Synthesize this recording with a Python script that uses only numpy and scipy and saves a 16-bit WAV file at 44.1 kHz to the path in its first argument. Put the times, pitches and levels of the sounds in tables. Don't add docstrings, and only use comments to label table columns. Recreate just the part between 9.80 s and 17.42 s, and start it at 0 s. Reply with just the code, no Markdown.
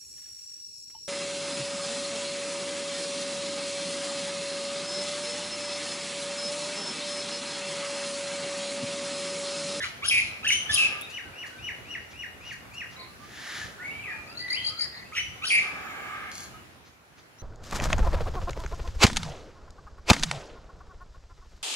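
import sys
import numpy as np
from scipy import signal
from scipy.fft import rfft, irfft, next_fast_len
from scipy.io import wavfile
from scipy.ndimage import uniform_filter1d, minimum_filter1d

SR = 44100
rng = np.random.default_rng(int(sys.argv[2]) if len(sys.argv) > 2 else 0)


def attenuation_scalar(level_db):
    decades = np.asarray(level_db, float) / 20
    return 10 ** decades


def master_out(mix):
    frames = np.transpose(np.atleast_2d(mix))
    ceiling = np.clip(frames, -1, 1)
    pcm = np.round(ceiling * 32767).astype(np.int16)
    wavfile.write(sys.argv[1], SR, pcm)


N = 336042

# (start [s], length [s], from [Hz], held [Hz], level [dB])
WHISTLES = [
    (0.714, 0.1, 2750, 3070, -26.5),
    (0.89, 0.053, 1730, 1738, -28.5),
    (5.385, 0.095, 2912, 2992, -29.5),
]
# (start [s], length [s], from [Hz], held [Hz], level [dB])
THIN_WHISTLES = [(1.21, 0.048, 3300, 3745, -44.5), (1.775, 0.026, 3700, 3720, -57),
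                 (3.81, 0.037, 1770, 1725, -36.5), (6.73, 0.09, 3010, 2900, -60.5),
                 (7.585, 0.035, 3900, 4050, -59), (7.585, 0.032, 5770, 6160, -50.5)]
# (time [s], pitch [Hz], level [dB])
TUNES = [
    [(.645, 1658, -28), (.663, 1803, -25.5), (.669, 2870, -17.5), (.68, 2515, -19), (.69, 3083, -23.5),
     (.701, 2730, -16.5), (.709, 1930, -10)],
    [(4.03, 2182, -55), (4.042, 2200, -35.5), (4.092, 2228, -40.5), (4.194, 2344, -44.5),
     (4.334, 2428, -40), (4.41, 2395, -50), (4.46, 2346, -58)],
    [(4.095, 2380, -35), (4.125, 2994, -53), (4.19, 3200, -61), (4.24, 2600, -41), (4.28, 1990, -32),
     (4.325, 1670, -38), (4.385, 1670, -62)],
    [(4.585, 1989, -42.5), (4.695, 1955, -35.5), (4.725, 2090, -30), (4.755, 2670, -33.5),
     (4.778, 3184, -32.5), (4.85, 3220, -38), (4.9, 3160, -51)],
]
# (start [s], length [s], from [Hz], to [Hz], level [dB])
PIPS = [(0.296, 0.0098, 3220, 3200, -26), (0.6777, 0.017, 6100, 6060, -31),
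        (.6785, 0.018, 9240, 9030, -39.5), (0.70, 0.016, 1534, 1810, -30),
        (.7115, .0145, 2130, 2290, -25.5), (.722, 0.016, 6100, 6114, -26.5),
        (0.957, .013, 3400, 3040, -25.5), (.96, .012, 7100, 6900, -40), (.275, 0.027, 5640, 5460, -32),
        (5.666, 0.016, 5470, 5530, -34), (5.672, 0.014, 4070, 4750, -30), (3.164, .0145, 3890, 4000, -47),
        (3.192, 0.013, 3930, 4560, -49), (3.202, 0.026, 4500, 3570, -48.5), (4.071, 0.02, 2217, 2240, -41),
        (5.322, 0.025, 2000, 2800, -44), (5.351, 0.0055, 3300, 2100, -31), (5.362, .03, 5700, 5820, -41),
        (5.394, 0.015, 5950, 5920, -41), (5.382, .012, 1870, 2490, -25.5),
        (5.695, 0.015, 3410, 2760, -30.5)]
# (time [s], pitch [Hz], level [dB])
OPENING = [(.002, 1773, -32.5), (.025, 1885, -30.5), (.045, 2200, -25.5), (.058, 2300, -40)]
# (start [s], length [s], from [Hz], level [dB])
CHUCKS = [(0.216, 0.048, 1033, -51), (0.628, 0.033, 1233, -53), (5.614, .047, 1134, -51.5)]
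# (start [s], length [s], from [Hz], to [Hz], level [dB])
SQUEAKS = [(0.2617, 0.0046, 5080, 5100, -33), (0.279, .004, 5150, 5100, -31),
           (0.284, 0.0078, 4965, 5130, -20), (.2945, .006, 5100, 5060, -30),
           (0.931, 0.0057, 5240, 5050, -28), (0.9395, .016, 5070, 5040, -20),
           (5.65, 0.012, 3960, 5050, -37), (5.671, 0.0054, 5300, 5150, -34)]
# (start [s], length [s], from [Hz], to [Hz], level [dB])
HOARSE = [
    (.255, 0.16, 5030, 4910, -37),
    (.955, 0.1, 5110, 4960, -41),
    (5.68, .085, 4790, 4750, -33.5),
    (6.0, 0.37, 7070, 7230, -54),
]
# (start [s], length [s], from [Hz], to [Hz], level [dB])
BUZZES = [
    (0.031, 0.038, 1503, 1224, -36.5),
    (.306, 0.12, 2457, 2344, -19),
    (.973, 0.12, 2655, 2546, -19.5),
    (3.17, 0.12, 2217, 2170, -49.5),
    (4.99, 0.091, 2157, 1850, -41.5),
    (5.119, 0.14, 1855, 2020, -45.5),
    (5.702, 0.12, 2388, 2285, -18.5),
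]
# (start [s], rise [s], length [s], level [dB])
RASPS = [(0.005, 0.026, 0.096, -37), (0.227, 0.017, 0.29, -35), (0.635, 0.11, 0.11, -29.5),
         (0.9, 0.016, 0.2, -29), (5.328, 0.049, 0.082, -38), (5.619, 0.036, 0.28, -38),
         (7.552, 0.075, 0.072, -47.5)]
# (frequency [Hz], density [dB per Hz])
BILL = [(1500, -49), (2800, 17.5), (3700, 12.5), (4600, 7.5), (5400, 6.5), (6500, 4), (8200, -7),
        (10000, -7.5), (11200, -16), (14000, -72)]
# (multiple [ratio], level [dB])
PURE = [(1, -0.5), (2, -26), (3, -31.5)]
PLAIN = [(1, -3), (2, -32), (3, -35)]
MELLOW = [(1, -1), (2, -13.5), (3, -34.5)]
BRIGHT = [(1, 3), (2, -4.5), (3, -16), (4, -39), (5, -38), (6, -35)]
RICH = [(1, 14.5), (2, 21), (3, 7.5), (4, -20)]
SHRILL = [(1, -9), (2, -13)]
FLICK_VOICE = [(1, -0.5), (1.5, -26), (2, -27.5)]

# (start [s], length [s], from [Hz], to [Hz], level [dB])
FAR_WHISTLES = [(0.44, 0.097, 4160, 4120, -56.5), (1.249, 0.047, 2600, 2306, -50),
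                (1.415, 0.1, 1576, 1500, -53.5), (1.705, 0.085, 1500, 1550, -49),
                (3.17, .1, 1053, 1021, -53), (3.275, 0.022, 1190, 1190, -53),
                (3.399, 0.066, 1170, 1230, -52), (3.987, 0.068, 1447, 1490, -46.5),
                (3.997, 0.041, 1680, 2150, -41), (4.334, 0.074, 914, 860, -50.5),
                (4.246, 0.13, 1226, 1243, -52.5), (4.462, 0.11, 1206, 1450, -53.5),
                (4.464, 0.071, 2440, 2770, -52.5), (4.72, 0.15, 1984, 2000, -44.5),
                (4.874, 0.15, 1195, 1438, -51), (5.249, 0.031, 2450, 2700, -54),
                (5.321, 0.033, 1190, 1450, -43.5), (6.738, 0.03, 1256, 1284, -48)]
# (time about its peak [s], pitch [Hz], level [dB])
SLUR = [(-.09, 2341, -4.5), (-.07, 2648, -8.5), (-.045, 2882.5, -6), (-.02, 3012.5, 4), (0, 2891, 1.5),
        (.01, 2592.5, 5), (0.019, 2018, 8), (.031, 1713, 1.5), (.042, 1558, -10)]
# (time [s], level [dB], pitch factor [ratio])
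SLURS = [(1.367, -42.5, 0.98), (1.621, -43, 0.98), (1.873, -41, 0.98), (2.136, -42, 0.97),
         (2.419, -43.5, 0.97), (2.696, -44.5, 0.97), (3.0, -43, 0.95)]
# (time after start [s], length [s], from [Hz], to [Hz], level [dB])
FLICKS = [(-.012, 0.023, 3880, 4250, -9), (.008, 0.0197, 4070, 4726, 3.5), (0.027, 0.024, 4146, 4845, 6),
          (0.044, .016, 4330, 4780, -0.5), (0.052, .02, 4600, 4950, 2.5), (.066, 0.018, 5050, 5200, -8),
          (.035, .04, 3930, 4196, -6)]
# (time [s], level [dB], pitch factor [ratio])
TRILLS = [
    (4.462, -55.5, 1),
    (4.56, -41.5, 0.97),
    (4.69, -34.5, 0.99),
    (4.832, -33, 0.99),
    (4.977, -32, 1.01),
    (5.135, -50, 0.91),
]
# (time [s], level [dB], bill opening factor [ratio])
WHEEZE = [(3.35, -72, 1.0), (3.444, -40.5, 0.88), (3.47, -45.5, 0.93), (3.56, -33.5, 0.97),
          (3.772, -25.5, 0.94), (3.85, -31.5, 1), (3.95, -46.5, 0.97)]
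# (frequency [Hz], density [dB per Hz])
WHEEZE_AIR = [(410, -36), (700, -5), (1090, -7.5), (1250, 1), (2030, 4.5), (2680, -5), (3150, -1),
              (7200, -10.5), (8800, -23), (10100, -25), (14000, -31)]

# (start [s], length [s], level [dB])
CAWS = [
    (0.841, 0.36, -39.5),
    (4.239, 0.11, -46),
    (5.781, .76, -36),
    (6.547, 0.096, -44.5),
]
# (frequency [Hz], width [Hz], level [dB])
CROW_THROAT = [(803, 130, -3.5), (1250, 260, 2.5), (1645, 290, 3), (2200, 440, -0.5), (2600, 720, -16)]

# (time [s], peak level [dB])
TICKS = [
    (1.2132, -22.5),
    (6.5168, -24.5),
    (6.5544, -25),
    (6.5814, -24.5),
    (6.606, -25.5),
    (6.6345, -28.5),
]
# (frequency [Hz], density [dB per Hz])
SNAP = [(3000, -40), (7000, -20), (8500, -8), (10200, 0), (13000, -8)]
# (frequency [Hz], density [dB per Hz])
RATTLE = [(2000, -44), (3400, -0.5), (3890, -24), (4160, 4.5), (4730, 0.5), (5180, -4.5), (6780, 0.5),
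          (8630, -15), (10600, -14.5), (13000, -18)]
# (start [s], length [s], level [dB])
RUSTLES = [(2.294, 0.052, -47.5), (2.6, 0.17, -47.5), (3.087, 0.091, -48.5), (7.032, 0.078, -53.5),
           (7.36, 0.063, -52)]
# (frequency [Hz], density [dB per Hz])
LEAVES = [(200, 12.5), (900, 5), (3500, 1), (6500, -2.5), (9000, -41)]
# (start [s], length [s], level [dB])
WINGS = [(1.284, 0.054, -51), (1.647, 0.055, -52.5), (2.709, 0.046, -51), (2.93, 0.036, -52.5),
         (5.333, 0.052, -67)]

# (frequency [Hz], decay by 60 dB [s])
GARDEN = [(500, 0.27), (2000, 0.65), (5000, 0.61), (12000, 0.47)]
# (delay [s], level [dB])
ECHOES = [
    (0.0248, -4),
    (.033, -10),
    (0.047, -20),
    (.07, -23),
]

# (frequency [Hz], density [dB per Hz])
HUM = [(18, -45), (30, -3), (95, 12.5), (153, 1), (512, -7.5), (780, -8), (913, -11), (1390, -9.5),
       (2750, -17), (3220, -21), (5740, -28), (8080, -30), (10200, -41), (14800, -29), (16000, -27)]
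# (time [s], level [dB])
SWELL = [(0.0, -50.5), (0.8, -50), (0.91, -46.5), (1.42, -53), (2.01, -52.5), (2.25, -56), (3.52, -54),
         (3.73, -51.5), (4.31, -51.5), (4.46, -53.5), (4.88, -52), (5.39, -57), (5.94, -46.5), (6.51, -51),
         (7.21, -55), (7.62, -51)]
# (time [s], level [dB])
RUMBLE = [(0.0, -53), (0.45, -47), (0.47, -54), (0.8, -52), (0.87, -59), (0.91, -41), (0.98, -54.5),
          (1.76, -56.5), (1.78, -52), (3.73, -58), (3.84, -44), (3.9, -52.5), (4.52, -58.5), (5.35, -57),
          (5.37, -47.5), (5.69, -58.5), (6.41, -56.5), (7.62, -61.5)]
# (frequency [Hz], correlation [-1 to 1])
SAME = [(60, 0.54), (180, 0.64), (550, 0.29), (1650, -0.22), (4970, -0.071), (15000, 0.039)]
# (frequency [Hz], left minus right [dB])
TILT = [(60, -3.5), (240, 0), (950, -1.5), (3770, 0.5), (15000, 0)]
# (frequency [Hz], left minus right [dB])
PORTS = [(500, -12), (1500, -2), (3000, 2), (5000, 1.5), (10000, 4), (14000, 11.5)]
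# (frequency [Hz], gain [dB])
MIC = [(100, -9), (7000, 1), (8400, -2.5), (10100, 12), (11500, 4), (16000, -10.5)]


def syrinx(rows, overtones, rough=0.0086, buzz_hz=200., edge=0.089, held=0.51, flutter_db=2.5):
    s, (hz, level_db, *buzz) = unroll(rows)
    hz = uniform_filter1d(hz, 90)
    buzz = np.clip(buzz[0], 0, 1.2) if buzz else 0
    glide_per_s = uniform_filter1d(abs(np.gradient(np.log(hz))) * SR, 200)
    beat = 2 * np.pi * np.cumsum(buzz_hz * (1 + 0.1 * wobble(len(hz), 51.0))) / SR
    shaken_hz = hz * (1 + rough * wobble(len(hz), 420) + 0.11 * buzz * np.sin(beat))
    turns = np.cumsum(shaken_hz) / SR
    tone = 0
    for multiple, db in overtones:
        gain = attenuation_scalar(db - held * glide_per_s * (multiple > 1.2))
        tone = tone + gain * np.sin(2 * np.pi * round(2 * multiple) / 2 * turns)
    tone = np.sqrt(2) * tone * (1 + 0.58 * buzz * np.cos(beat + 0.094))
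    level_db = level_db + flutter_db * wobble(len(hz), 140)
    return s, attenuation_scalar(level_db) * tone * signal.windows.tukey(len(hz), min(edge, 1))


def scoop(start, length, from_hz, held_hz, db, fade_db):
    scoop_s = 0.02
    return [(start, from_hz, db - 6), (start + scoop_s, held_hz, db), (start + length, held_hz, db + fade_db)]


def glide(start, length, from_hz, to_hz, db, sag_db, end_db):
    share = np.array([0, 0.13, 0.8, 1])
    return np.c_[start + length * share, from_hz + (to_hz - from_hz) * share,
                 db + np.array([-0.5, 0, sag_db, end_db])]


def whistles(mix):
    for row in WHISTLES:
        voice = BRIGHT if row[0] < 1 else MELLOW
        sound = syrinx(scoop(*row, -24), voice, edge=0.17, rough=0.011, flutter_db=3.0)
        add(mix, *sound, -1.1, -3 if row[3] > 2000 else -14)
    for row in THIN_WHISTLES:
        add(mix, *syrinx(scoop(*row, -4), PURE), .6, -2.5)


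def melodies(mix):
    for rows in TUNES:
        start = rows[0][0]
        sound = syrinx(rows, PLAIN, rough=0.013, held=1.8, flutter_db=1.5 if start < 4 else 3.5)
        add(mix, *sound, -.7 if start < 4.3 else 1.1, -4.5 if start < 4 else -.6)
    add(mix, *syrinx(OPENING, MELLOW, rough=.07, held=0.12), -1.1, -7)


def warble(mix):
    share = np.linspace(0, 1, num=40)
    t = share * 0.027
    swing = np.cos(2 * np.pi * (t - .003) * (110 - 300 * (t - .003)))
    rows = np.c_[5.3575 + t, 2350 + 540 * swing, -25.5 - 6 * (1 - share) ** 3]
    add(mix, *syrinx(rows, MELLOW, rough=0.045, held=0.3, edge=0.056, flutter_db=2.0), -.7, -2.5)


def chucks(mix):
    share = np.linspace(0, 1, num=40)
    top_hz = 1670
    for s, length, hz, db in CHUCKS:
        bent_hz = hz + (top_hz - hz) * share ** 1.6
        level_db = db + 5 * share - 16 * (1 - share) ** 3
        rows = np.c_[s + length * share, bent_hz, level_db]
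        add(mix, *syrinx(rows, RICH, rough=0.05, held=0.16, edge=0.11), -1.2, -8)


def pips_and_squeaks(mix):
    end_db = -3
    for row in PIPS:
        sound = syrinx(glide(*row, 0, end_db), PURE, rough=0.0053, held=1.9)
        add(mix, *sound, -.7, -1.5 if 3 < row[0] < 4 else -7)
    for row in SQUEAKS:
        add(mix, *syrinx(glide(*row, 0, end_db), SHRILL, rough=.006, held=.02, flutter_db=1.5), 2.2, -11)
    for row in HOARSE:
        rough = .03 if row[0] > 5 else .05
        add(mix, *syrinx(glide(*row, 0, end_db), SHRILL, rough=rough, held=.01), 2.2, -7)


def buzzes(mix):
    for row in BUZZES:
        depth = np.linspace(0.575, 1, num=4)
        depth *= 0.55 if row[2] > 2600 else 1
        rows = np.c_[glide(*row, -1, -35), depth]
        rows[0, 1] *= 1.03
        add(mix, *syrinx(rows, PURE, rough=0.017, buzz_hz=204.4, flutter_db=1.06), -1.3, -7)


def rasps(mix):
    for s, rise, length, db in RASPS:
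        t = np.arange(0, length, 1 / SR)
        before = np.clip(1 - t / rise, 0, 1)
        after = np.clip((t - rise) / (length - rise), 0, 1)
        level_db = db - 17 * before - 17 * after ** 1.7
        air = evened(colour(rng.standard_normal(len(t)), BILL))
        add(mix, s, attenuation_scalar(level_db + 1.5) * air * signal.windows.tukey(len(air), .2), 1.5, -6)


def songster(mix):
    for part in (whistles, melodies, pips_and_squeaks, warble, chucks, buzzes, rasps):
        part(mix)


def slurs(mix):
    for s, db, factor in SLURS:
        rows = np.array(SLUR) * [1, factor, 1] + [s, 0, db]
        at, slur = syrinx(rows, [(1, 0), (2, -13)], edge=.1, held=1.6, rough=.006, flutter_db=2.2)
        add(mix, at, slur, .6, -3)
        add(mix, at + .022, attenuation_scalar(-9 + 3.6 * wobble(len(slur), 200)) * slur, -.6, -12)


def trills(mix):
    bend = 0.446
    for s, db, factor in TRILLS:
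        for after, length, low_hz, high_hz, flick_db in FLICKS:
            start, top_hz, level_db = s + after, high_hz * factor, db + flick_db
            rows = [(start, low_hz * factor, level_db - 2),
                    (start + bend * length, top_hz * .98, level_db),
                    (start + length, top_hz, level_db)]
            sound = syrinx(rows, FLICK_VOICE, rough=.02, edge=.6, held=.7, flutter_db=2.5)
            add(mix, *sound, 3.5, -9.5)
        size = round(0.097 * SR)
        air = evened(ring(rng.standard_normal(size), 6780, 1700)) * np.hanning(size)
        add(mix, s - .01, attenuation_scalar(db - 20.5) * air, 3.5, -5)


def wheeze(mix):
    s, (level_db, opening) = unroll(WHEEZE)
    size = len(opening)
    turns = np.cumsum(1850 * opening * (1 + 0.078 * wobble(size, 420))) / SR
    air = evened(colour(rng.standard_normal(size), WHEEZE_AIR))
    voice = air + 0.85 * np.sin(2 * np.pi * turns)
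    add(mix, s, attenuation_scalar(level_db - 11.5 + 0.6 * wobble(size, 150)) * voice, .3, -9)


def neighbours(mix):
    for row in FAR_WHISTLES:
        add(mix, *syrinx(glide(*row, -1, -11), PURE, rough=0.0074), -.6, -2.5)
    slurs(mix)
    trills(mix)
    wheeze(mix)


def crow(mix):
    caw_hz = 407.5
    for start, length, db in CAWS:
        s, (hz, level_db) = unroll(glide(start, length, caw_hz, caw_hz, db, 0, -5))
        size = len(hz)
        turns = np.cumsum(hz * (1 + 0.0871 * wobble(size, 193.6) + .03 * wobble(size, 12.04))) / SR
        folds = sum(np.cos(2 * np.pi * k * turns) for k in range(1, 10))
        drive = evened(folds) + 2.2 * rng.standard_normal(size)
        opens_db = 1.5 * np.linspace(-1, 1, size)
        throat = 0
        for k, (peak_hz, width_hz, peak_db) in enumerate(CROW_THROAT):
            throat = throat + attenuation_scalar(peak_db + k * opens_db) * ring(drive, peak_hz, width_hz)
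        add(mix, s, attenuation_scalar(level_db - 3.5) * evened(throat) * signal.windows.tukey(size, .15), -1.5, -2.5)


def bill_snaps(mix):
    t = np.arange(300) / SR
    for s, db in TICKS:
        lone = s < 2
        burst = rng.standard_normal(len(t)) * attenuation_scalar(-60 * t / 0.0012)
        snap = colour(burst, (SNAP if lone else RATTLE) + [(15000, -37)])
        add(mix, s, attenuation_scalar(db) * snap / abs(snap).max(), .5, -16 if lone else -8)
    s, (level_db,) = unroll([(6.516, -48.5), (6.6, -46.5), (6.655, -50.5), (6.7, -69.5)])
    add(mix, s, attenuation_scalar(level_db) * evened(colour(rng.standard_normal(len(level_db)), RATTLE)), .4, -8)


def hops_and_wings(mix):
    for events, spectrum, wet_db in [(RUSTLES, LEAVES, -7), (WINGS, RATTLE, -6)]:
        for s, length, db in events:
            size = round(length * SR)
            stir = evened(colour(rng.standard_normal(size), spectrum)) * np.hanning(size)
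            add(mix, s, attenuation_scalar(db) * stir, .3, wet_db)


def garden(send):
    taps = np.zeros((2, SR))
    at = np.arange(300, SR - 20, 20) + rng.integers(0, 20, (2, (SR - 301) // 20))
    np.put_along_axis(taps, at, rng.choice([-1., 1.], at.shape), 1)
    hz, t, z = signal.stft(taps, SR, nperseg=256)
    tail = signal.istft(z * attenuation_scalar(-60 * t / read(GARDEN, hz)[:, None]), SR, nperseg=256)[1]
    tail /= np.linalg.norm(tail[0])
    smear = 90
    for s, db in ECHOES:
        blur = rng.standard_normal((2, smear)) / np.sqrt(smear)
        tail[:, round(s * SR):][:, :smear] += attenuation_scalar(db) * blur
    return signal.fftconvolve(send[None], tail, axes=1)[:, :N]


def hum():
    frames, hz = N // 256 + 5, np.fft.rfftfreq(1024, 1 / SR)
    t = np.arange(frames) * 256 / SR
    a, b, c, d, patches = rng.standard_normal((frames, 513, 5)).T
    patches_db = 1.6 * evened(uniform_filter1d(uniform_filter1d(patches, 10, 0), 16, 1))
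    lumps_db = evened(uniform_filter1d(rng.standard_normal(frames), 18))

    bass = 1 / (1 + (hz[:, None] / 150) ** 4)
    rumble_db = np.interp(t, *np.transpose(RUMBLE)) + 49.8 + lumps_db
    town_db = np.interp(t, *np.transpose(SWELL)) + 52.0
    swell_db = bass * rumble_db + (1 - bass) * town_db / (1 + hz[:, None] / 6000)
    swell_db += -8 * (1 - .4 * bass) * np.clip((t - 6.68) / 0.48, 0, 1)

    same = np.clip(read(SAME, hz), -1, 1)[:, None]
    left = a + 1j * b
    right = same * left + np.sqrt(1 - same ** 2) * (c + 1j * d)
    z = np.array([left, right])
    tilt_db = np.multiply.outer([.5, -.5], read(TILT, hz))[..., None]
    z *= attenuation_scalar(read(HUM, hz)[:, None] + tilt_db + patches_db)
    z /= np.sqrt(np.mean(abs(z) ** 2) * 2 / 1024)
    return attenuation_scalar(-87.5) * signal.istft(z * attenuation_scalar(swell_db), nperseg=1024, noverlap=768)[1][:, :N]


def evened(x):
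    return x / np.sqrt(np.mean(x ** 2) + 1e-20)


def read(points, hz):
    f, value = np.transpose(points)
    return np.interp(np.log(hz + 1), np.log(f + 1), value)


def colour(x, points):
    size = next_fast_len(x.shape[-1])
    gain = attenuation_scalar(read(points, np.fft.rfftfreq(size, 1 / SR)))
    return irfft(rfft(x, size) * gain, size)[..., :x.shape[-1]]


def ring(x, hz, width):
    b, a = signal.iirpeak(hz, hz / width, SR)
    return signal.lfilter(b, a, signal.lfilter(b, a, x))


def wobble(size, hz):
    return evened(uniform_filter1d(rng.standard_normal(size), int(SR / hz), mode="wrap"))


def unroll(rows):
    s, *columns = np.transpose(rows)
    t = np.arange(s[0], s[-1], 1 / SR)
    return s[0], [np.interp(t, s, c) for c in columns]


def add(mix, s, sound, seat_db, wet_db):
    at = round(s * SR)
    lag = round(4 * seat_db)
    ways = [(max(lag, 0), seat_db / 2), (max(-lag, 0), -seat_db / 2), (0, wet_db)]
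    for row, (late, db) in enumerate(ways):
        part = mix[row, at + late:][:len(sound)]
        part += attenuation_scalar(db) * sound[:len(part)]


def sounding_cells(hz, z):
    band, pair = np.arange(len(hz)) // 8, np.arange(z.shape[2]) // 2
    luck = rng.standard_normal((pair[-1] + 1, band[-1] + 1)).T
    power = np.mean(abs(z) ** 2, axis=0)
    top_hz = 11200
    shrill_db = 10 * np.log10(power[(hz > 9600) & (hz < top_hz)].mean(0) + 1e-20)
    struck = np.convolve(shrill_db > -58.5, np.r_[0, np.ones(14)])[:len(pair)] > 0
    still_shrill = shrill_db > -67 + 4 * luck[band // 2][:, pair]
    top = struck & still_shrill & (hz > top_hz)[:, None]
    band_power = np.add.reduceat(power, np.arange(0, len(hz), 8))
    band_db = 10 * np.log10(uniform_filter1d(band_power, size=3) + 1e-20)
    below_loudest_db = band_db + minimum_filter1d(-band_db, size=7, axis=0)
    weak = below_loudest_db < -23 + 3 * luck[:, pair]
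    return ~(top | weak[band] & ((hz > 5000) & (hz < top_hz))[:, None])


def scene():
    mix = np.zeros((3, N))
    for source in (songster, neighbours, crow, bill_snaps, hops_and_wings):
        source(mix)
    birds = mix[:2] + garden(mix[2])
    birds = [colour(ear, np.array(PORTS) * [1, side]) for ear, side in zip(birds, (.5, -.5))]
    return colour(birds + hum(), MIC)


def band_limit(x):
    return signal.sosfilt(signal.butter(12, 15780, fs=SR, output="sos"), x)


def record(dry):
    highpass = signal.butter(4, 52, "highpass", fs=SR, output="sos")
    hz, t, z = signal.stft(signal.sosfilt(highpass, dry), SR, nperseg=1024)
    z *= sounding_cells(hz, z)
    z[:, hz > 15780] = 0
    mix = signal.istft(z, SR, nperseg=1024)[1][:, :N]
    return band_limit(mix)


dry = scene()
out = record(dry)
master_out(out)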